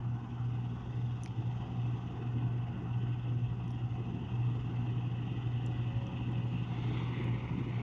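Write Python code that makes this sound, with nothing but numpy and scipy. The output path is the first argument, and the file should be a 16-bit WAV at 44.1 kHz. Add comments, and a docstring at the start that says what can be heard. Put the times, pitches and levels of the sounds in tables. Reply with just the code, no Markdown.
"""A six-cylinder diesel drones, surging about twice a second and throbbing against a slower shaft.
It drives a combine harvester that comes slowly nearer across a wheat field, heard from the standing crop.
Beating noise makes the boom of the sieves and the roar of the thresher; steady tones make hums and a faint whine.
The cutter bar is noise that pulses with each stroke, and short damped rings are dry stalks snapping close by."""
import sys
import numpy as np
from scipy import signal
from scipy.fft import rfft, irfft
from scipy.io import wavfile
from scipy.ndimage import uniform_filter1d

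SR = 44100
rng = np.random.default_rng(int(sys.argv[2]) if len(sys.argv) > 2 else 0)


def store_pcm(level_fs):
    """Save levels as 16-bit WAV."""
    pcm = np.round(np.clip(level_fs, -1, 1) * 32767).astype(np.int16)
    wavfile.write(sys.argv[1], SR, np.atleast_2d(pcm).T)


N = 344862
TIME = np.arange(N) / SR  # s
BEAT_HZ = 12.23  # how far the slower shaft turns below the firing rate; also shakes the panels
STROKE_HZ = 19.8  # strokes of the knife

# firing rate of the diesel: time_s, rate_hz
FIRING_RATE = [(0, 120.1), (1, 120.3), (1.5, 120.5), (2, 120), (6.5, 120.05), (7, 120.9), (7.5, 120.2),
               (7.82, 120)]
# approach of the machine: time_s, share of the nearer colour (0 to 1)
NEARNESS_SHARE = [(0, 0.1), (5.2, 0), (6.6, 0.13), (6.85, 0.63), (7.0, 0.91), (7.82, 1)]


def from_db(db):
    """Decibels to gain."""
    return 10 ** (np.asarray(db) / 20)


def unit(x):
    """Scales to rms 1."""
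    return x / np.sqrt(np.mean(x ** 2) + 1e-20)


def curve(rows):
    """Joins (time_s, value) rows by straight lines."""
    return np.interp(TIME, *np.transpose(rows))


def wander(rate_hz):
    """Random drift of rms 1: noise whose spectrum falls away around rate_hz."""
    hz = np.fft.rfftfreq(N, 1 / SR)
    spectrum = rfft(rng.standard_normal(N))
    return unit(irfft(spectrum * np.exp(-(hz / rate_hz) ** 2), N))


def coloured(x, colour):
    """Filters x through (pitch_hz, level_db) points, joined on a log pitch scale, to rms 1."""
    hz, db = np.transpose(colour)
    bins = np.fft.rfftfreq(N, 1 / SR)
    gain = from_db(np.interp(np.log(bins + 1), np.log(hz), db))
    return unit(irfft(rfft(x) * gain, N))


def beating(rate_hz, depth):
    """Level swing of a part that strikes at a nearly steady rate."""
    strikes = np.cumsum(rate_hz * (1 + 0.004 * wander(0.93))) / SR
    return unit(1 + depth * np.cos(2 * np.pi * strikes))


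def approaching(x, far_colour, near_colour):
    """The colour of a source changes as it comes nearer."""
    near = np.clip(curve(NEARNESS_SHARE), 0, 1)
    return (1 - near) * coloured(x, far_colour) + near * coloured(x, near_colour)


def through_air(x):
    """Warm, moving air over the crop makes narrow bands swell and fade on their own."""
    bands = signal.stft(x, nperseg=1024, noverlap=768)[2]
    patches = rng.standard_normal(bands.shape)
    patches = uniform_filter1d(patches, size=5, axis=0)  # across pitch
    patches = uniform_filter1d(patches, size=14, axis=1)  # across time
    swell = from_db(1.6 * unit(patches))
    return signal.istft(bands * swell, nperseg=1024, noverlap=768)[1][:N]


def rumble(trim_db=-0.31, shaking=0.16, lumps_db=1.48, lumps_hz=7):
    """Panels and sieves boom in uneven lumps, shaken by the drum; the deepest part grows steadily."""
    # boom of panels and sieves before the trim: time_s, level_db
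    boom_level = [(0, -48.5), (1.6, -45), (2.6, -45.5), (3.7, -46.5), (4.7, -43.5), (5.4, -44), (6.4, -42),
                  (7.15, -39), (7.82, -41.5)]
    # colour of the boom: pitch_hz, level_db
    boom_colour = [(20, -27.5), (38, -23.5), (60, -11), (100, -3), (140, 0.5), (185, -0.5), (210, -6),
                   (300, -4), (420, -13), (500, -18.5), (600, -27.5), (900, -67.5)]
    deep_hz, deep_start_db, deep_db_per_s = 138, -44, 0.4  # upper edge, level at the start, growth
    shake = rng.standard_normal(N) * beating(BEAT_HZ, depth=shaking)
    boom = coloured(shake, boom_colour)
    deep = signal.sosfiltfilt(signal.butter(2, deep_hz, fs=SR, output="sos"), boom)
    panels_db = curve(boom_level) + trim_db + lumps_db * wander(lumps_hz)
    panels = from_db(panels_db) * through_air(boom - deep)
    return panels + from_db(deep_start_db + deep_db_per_s * TIME) * deep


def hum(hz, slip, fading):
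    """A rotating part: its belt slips a little and the moving air fades it in and out."""
    turns = np.cumsum(hz * (1 + slip * wander(3.97))) / SR
    return unit(np.cos(2 * np.pi * turns) * (1 + fading * wander(5.7)))


def drives(shafts_start_db=-2.5, shafts_db_per_s=0.5445):
    """Shaft hums that grow as the machine nears, two notes of the fan and the thin whine of a gear."""
    # hums of drum, fan and pulleys, before their common growth: pitch_hz, level_db
    shaft_hums = [(54, -58.5), (61, -56), (69, -61.5), (89, -58.5), (176, -52.5), (189, -57), (232, -55),
                  (244, -56.5), (440, -68.5), (713, -71), (772, -69), (881, -69), (962, -72)]
    # cleaning fan, its lower note: time_s, level_db
    fan_level = [(0, -78), (5.6, -72), (6.05, -60), (6.6, -63), (6.9, -73), (7.25, -58), (7.5, -68)]
    # gear whine: time_s, level_db
    whine_level = [(0, -71), (.8, -71), (1.7, -77.5), (2.8, -66), (4, -78), (6.8, -70.5), (7.82, -71.5)]
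    shafts = sum(from_db(db) * hum(hz, slip=0.006, fading=0.7) for hz, db in shaft_hums)
    fan_notes = hum(546, slip=0.013, fading=1.3) + 0.56 * hum(963, slip=0.005, fading=0.27)
    fan = from_db(curve(fan_level)) * fan_notes
    whine = from_db(curve(whine_level)) * hum(1502, slip=0.003, fading=0.16)
    return from_db(shafts_start_db + shafts_db_per_s * TIME) * shafts + fan + whine


def clatter(slip=0.00293):
    """The same run of knocks comes round with every engine cycle: a dense, wavering comb of tones."""
    cycle_hz = curve(FIRING_RATE) / 6  # six firings a cycle
    cycles = np.cumsum(cycle_hz * (1 + slip * wander(4))) / SR
    knocks = rng.standard_normal(512)
    repeated = np.interp(cycles % 1, np.linspace(0, 1, len(knocks)), knocks)
    return unit(repeated * (1 + 0.5 * wander(4)))


def thresher(feed_db=1.17, clatter_db=-5):
    """The bars of the drum beat an uneven flow of crop, over the clatter of the engine."""
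    # threshing roar before the uneven feed: time_s, level_db
    roar_level = [(0, -55.5), (1.4, -57), (2.75, -54), (3.55, -57.5), (4.5, -55), (6.2, -55), (7, -52.5),
                  (7.82, -53.5)]
    # colour of the roar from afar: pitch_hz, level_db
    roar_far = [(400, -12.5), (610, -14), (670, -4), (730, 3), (900, -2), (1150, -4.5), (1430, -9.5),
                (1550, -13), (1680, -18), (2100, -16.5), (4000, -52)]
    # colour of the roar from nearer: pitch_hz, level_db
    roar_near = [(400, -28), (640, -8), (740, -4.5), (900, -1), (1150, -3.5), (1380, -10.5), (1500, -12),
                 (1680, -18), (2100, -32.5), (4000, -63)]
    crop = rng.standard_normal(N) * beating(140, depth=0.086)
    crop = crop * beating(39.8, depth=0.036) * beating(STROKE_HZ, depth=0.075)
    roar = approaching(crop, roar_far, roar_near)
    roar += from_db(clatter_db) * approaching(clatter(), roar_far, roar_near)
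    return from_db(curve(roar_level) + feed_db * wander(42)) * unit(roar)


def debris(stroke, chaff_db=-72.5, straw_db=-72, sizzle_db=-97, sizzle_db_per_s=2.0):
    """Chaff, straw and a thin sizzle: noise bands that swell together and pulse with the knife."""
    # common swell of the treble, followed in full by the straw: time_s, level_db
    treble_swell = [(0, -8.5), (1, 1.5), (2, 2), (2.5, -9), (4.2, -3.5), (4.5, -1), (5.1, -4), (5.6, 0.5),
                    (6.4, -2.5), (6.98, 13.5), (7.25, -1), (7.82, 1)]
    # colour of the chaff: pitch_hz, level_db
    chaff_colour = [(2000, 4), (4100, -2.5), (4900, 2), (5400, 0), (6000, 2.5), (6800, -1.5), (7350, -9.5),
                    (8000, -15.5), (10000, -32), (12000, -41), (15500, -25)]
    # colour of the straw: pitch_hz, level_db
    straw_colour = [(2700, -25.5), (3250, 4), (3700, -1), (3950, -17), (4400, -48)]
    # colour of the sizzle: pitch_hz, level_db
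    sizzle_colour = [(3600, -33), (4150, 6.5), (4650, -2.5), (6000, -37.5)]
    far_pulse, near_pulse = 0.19, 0.21  # depth of the pulsing
    swell_db = curve(treble_swell)
    pulse = far_pulse + (near_pulse - far_pulse) * curve(NEARNESS_SHARE)
    dust = rng.standard_normal((3, N)) * (1 + pulse * stroke)
    chaff = from_db(chaff_db + 0.29 * swell_db) * coloured(dust[0], chaff_colour)
    straw = from_db(straw_db + swell_db) * coloured(dust[1], straw_colour)
    sizzle_level = from_db(sizzle_db + sizzle_db_per_s * TIME + 0.7 * swell_db)
    return chaff + straw + sizzle_level * coloured(dust[2], sizzle_colour)


def cutter(near_db=3, pulse=0.1, clump_db=1.35, grain_db=1.0):
    """Each knife stroke cuts a swarm of stems: a pulsing hiss with finer straw and chaff above it."""
    # hiss before the gain of nearness: time_s, level_db
    hiss_level = [(0, -68), (.9, -63.5), (2.5, -62), (4, -61.5), (5.7, -57.5), (6.6, -56.5), (6.9, -57.5),
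                  (7.2, -54), (7.5, -58), (7.82, -56.5)]
    # colour of the hiss from afar: pitch_hz, level_db
    hiss_far = [(1200, -27), (1700, -9.5), (1980, 2.5), (2150, -16), (2330, -18), (2480, -1.5), (2620, 6),
                (2900, 2.5), (3250, -3.5), (3550, -8.5), (3780, -17), (3980, -26.5), (6000, -56.5)]
    # colour of the hiss from nearer: pitch_hz, level_db
    hiss_near = [(1200, -31), (1700, -16.5), (1850, -3), (2070, 1.5), (2220, 0.5), (2380, -3), (2680, -3),
                 (2930, -3), (3200, -13.5), (3700, -13), (4050, -28.5), (6000, -59)]
    stroke = np.cos(2 * np.pi * np.cumsum(STROKE_HZ * (1 + 0.0062 * wander(1))) / SR)
    stems = rng.standard_normal(N) * from_db(grain_db * wander(900) + clump_db * wander(37))
    hiss = approaching(stems * (1 + pulse * stroke), hiss_far, hiss_near)
    hiss_db = curve(hiss_level) + near_db * curve(NEARNESS_SHARE)
    return hiss * from_db(hiss_db) + debris(stroke)


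def ring(hz, t60):
    """A short damped ring with a soft start; its envelope peaks at 1 and falls 60 dB in t60 seconds."""
    t = np.arange(round(0.02 * SR)) / SR
    shape = (1 - np.exp(-t / 0.00025)) * from_db(-60 * t / t60)
    return shape / shape.max() * np.sin(2 * np.pi * hz * t)


def ticks(start_s=4.8, per_s=3, level_db=-71, spread_db=2.5, ring_hz=9300):
    """Faint ticks of dry ears near the microphone: tiny rings at random moments after start_s."""
    moments = (rng.random(N) < per_s / SR) * (TIME > start_s)
    strikes = moments * from_db(level_db + spread_db * rng.standard_normal(N))
    return signal.oaconvolve(strikes, ring(ring_hz, t60=0.002))[:N]


def stalks(splinter_hz=9700, crunch_db=-11):
    """Dry stems break close by: a damped ring, a splinter and a short crunch of fibres."""
    # snaps: start_s, ring level_db, pitch_hz of the break, splinter_db against the ring, crunch_t60_s
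    snap_rows = [(1.2353, -40.5, 6100, -3, 0.0077), (1.2435, -50, 6000, -6, 0.0087),
                 (1.253, -59, 6200, -2, .005), (1.2595, -43.5, 3060, -19, 0.012),
                 (1.2605, -39, 2220, -30, 0.0077), (1.276, -50, 2500, -22, 0.034),
                 (3.6807, -58, 5900, -7, .007), (3.7067, -53.5, 5670, -12, .009),
                 (3.716, -60, 5600, -4, .009), (5.6626, -49, 7250, -13, 0.036),
                 (6.0686, -52.5, 5800, -25, .008), (6.317, -65, 7360, -6, .006),
                 (7.243, -58.5, 6760, -1, .01)]
    # colour of tearing straw: pitch_hz, level_db
    crunch_colour = [(1000, -10), (2500, -7.5), (4500, 5), (6200, 8), (8000, -23.5), (10000, -8.5),
                     (12000, -20), (15500, -22)]
    rings, tearing = np.zeros(N), np.zeros(N)
    for start_s, db, hz, splinter_db, crunch_t60 in snap_rows:
        splinter = ring(splinter_hz * rng.uniform(0.95, 1.03), t60=0.0045)
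        snap = ring(hz, t60=0.005) + from_db(splinter_db) * splinter
        part = rings[round(start_s * SR):][:len(snap)]  # a view: adding to it fills rings
        part += from_db(db) * snap[:len(part)]
        decay_db = -60 * np.clip((TIME - start_s) / crunch_t60, 0, 2)
        tearing += (TIME >= start_s) * from_db(db + decay_db)
    crunch = uniform_filter1d(tearing, size=15) * coloured(rng.standard_normal(N), crunch_colour)
    return rings + from_db(crunch_db) * crunch


def surging(base_db=-42.5, squareness=3.4):
    """Gain of the drone before its trim: rounded swells, flatter-topped than a bell, on a steady base."""
    # swells added to the base: middle_s, length_s, level_db
    surge_rows = [(0.1, 0.2, -38.5), (0.532, .36, -38.5), (1.05, .24, -38.5), (1.472, .22, -41),
                  (1.859, .24, -37), (2.46, .45, -37.5), (3.025, .29, -36.5), (3.364, .27, -36),
                  (3.802, 0.65, -42.5), (4.445, .25, -33.5), (4.929, 0.67, -38), (5.594, 0.49, -38),
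                  (5.942, .24, -40), (6.41, .45, -38.5), (6.95, 0.56, -40.5), (7.312, 0.13, -34.5),
                  (7.7, 0.49, -43.5)]
    gain = from_db(base_db)
    for middle_s, length_s, db in surge_rows:
        gain = gain + from_db(db) * np.exp(-abs(2 * (TIME - middle_s) / length_s) ** squareness)
    return gain


def exhaust(drone_db=-1.8, upper=0.2, lope=0.24, throb_fading=0.57):
    """Six firings a cycle make the drone; unequal cylinders add lower orders; a slower shaft beats on it."""
    # tones of the exhaust: multiple of the engine cycle, level_db against the drone's gain
    cycle_orders = [(1, -28), (2, -43.5), (3, -27), (4, -16.5), (6, 1.5), (12, -22)]
    # hum of the slower shaft before its fading: time_s, level_db
    throb_level = [(0, -58.5), (1, -61), (1.42, -44), (1.9, -61), (3.85, -46.5), (4.2, -57), (6.3, -48),
                   (7.2, -64), (7.82, -53)]
    flutter, flutter_per_s, flutter_hz = 0.1, 0.016, 17  # depth at the start, growth, quickness
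    turns = np.cumsum(curve(FIRING_RATE)) / SR
    level = from_db(drone_db) * surging()
    out = np.zeros(N)
    for order, db in cycle_orders:
        multiple = round(order) / 6  # of the firing rate
        # only the firing tone surges; the others lope around its mean level
        strength = level if multiple == 1 else level.mean() * (1 + lope * wander(3))
        out += from_db(db) * strength * np.cos(2 * np.pi * multiple * turns)
    beat = BEAT_HZ * TIME
    sides = np.cos(2 * np.pi * (turns - beat)) + upper * np.cos(2 * np.pi * (turns + beat))
    out += from_db(curve(throb_level)) * (1 + throb_fading * wander(3.6)) * sides
    unevenness = unit(np.gradient(wander(flutter_hz)))  # the slope holds little slow drift
    return np.sqrt(2) * out * (1 + (flutter + flutter_per_s * TIME) * unevenness)


def scene():
    """The whole machine in the open field, with no walls to echo."""
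    crop = through_air(thresher() + cutter())
    machine = rumble() + drives() + crop + exhaust()
    return (machine + ticks() + stalks())[None]


def record(dry, edge_hz=15700):
    """The microphone's dull top, then the recorder's band limit."""
    # treble of the microphone: pitch_hz, level_db
    microphone_treble = [(10500, -0.5), (11800, -4.5), (13200, -7), (15000, -3.5)]
    bins = np.fft.rfftfreq(N, 1 / SR)
    treble = from_db(np.interp(bins, *np.transpose(microphone_treble)))
    faded = dry * signal.windows.tukey(N, 0.001)  # very short fades at both ends
    heard = irfft(rfft(faded) * treble, N)
    band_limit = signal.firwin(511, edge_hz, window=("kaiser", 9), fs=SR)
    return signal.oaconvolve(heard, band_limit[None], "same")


dry = scene()
out = record(dry)
store_pcm(out)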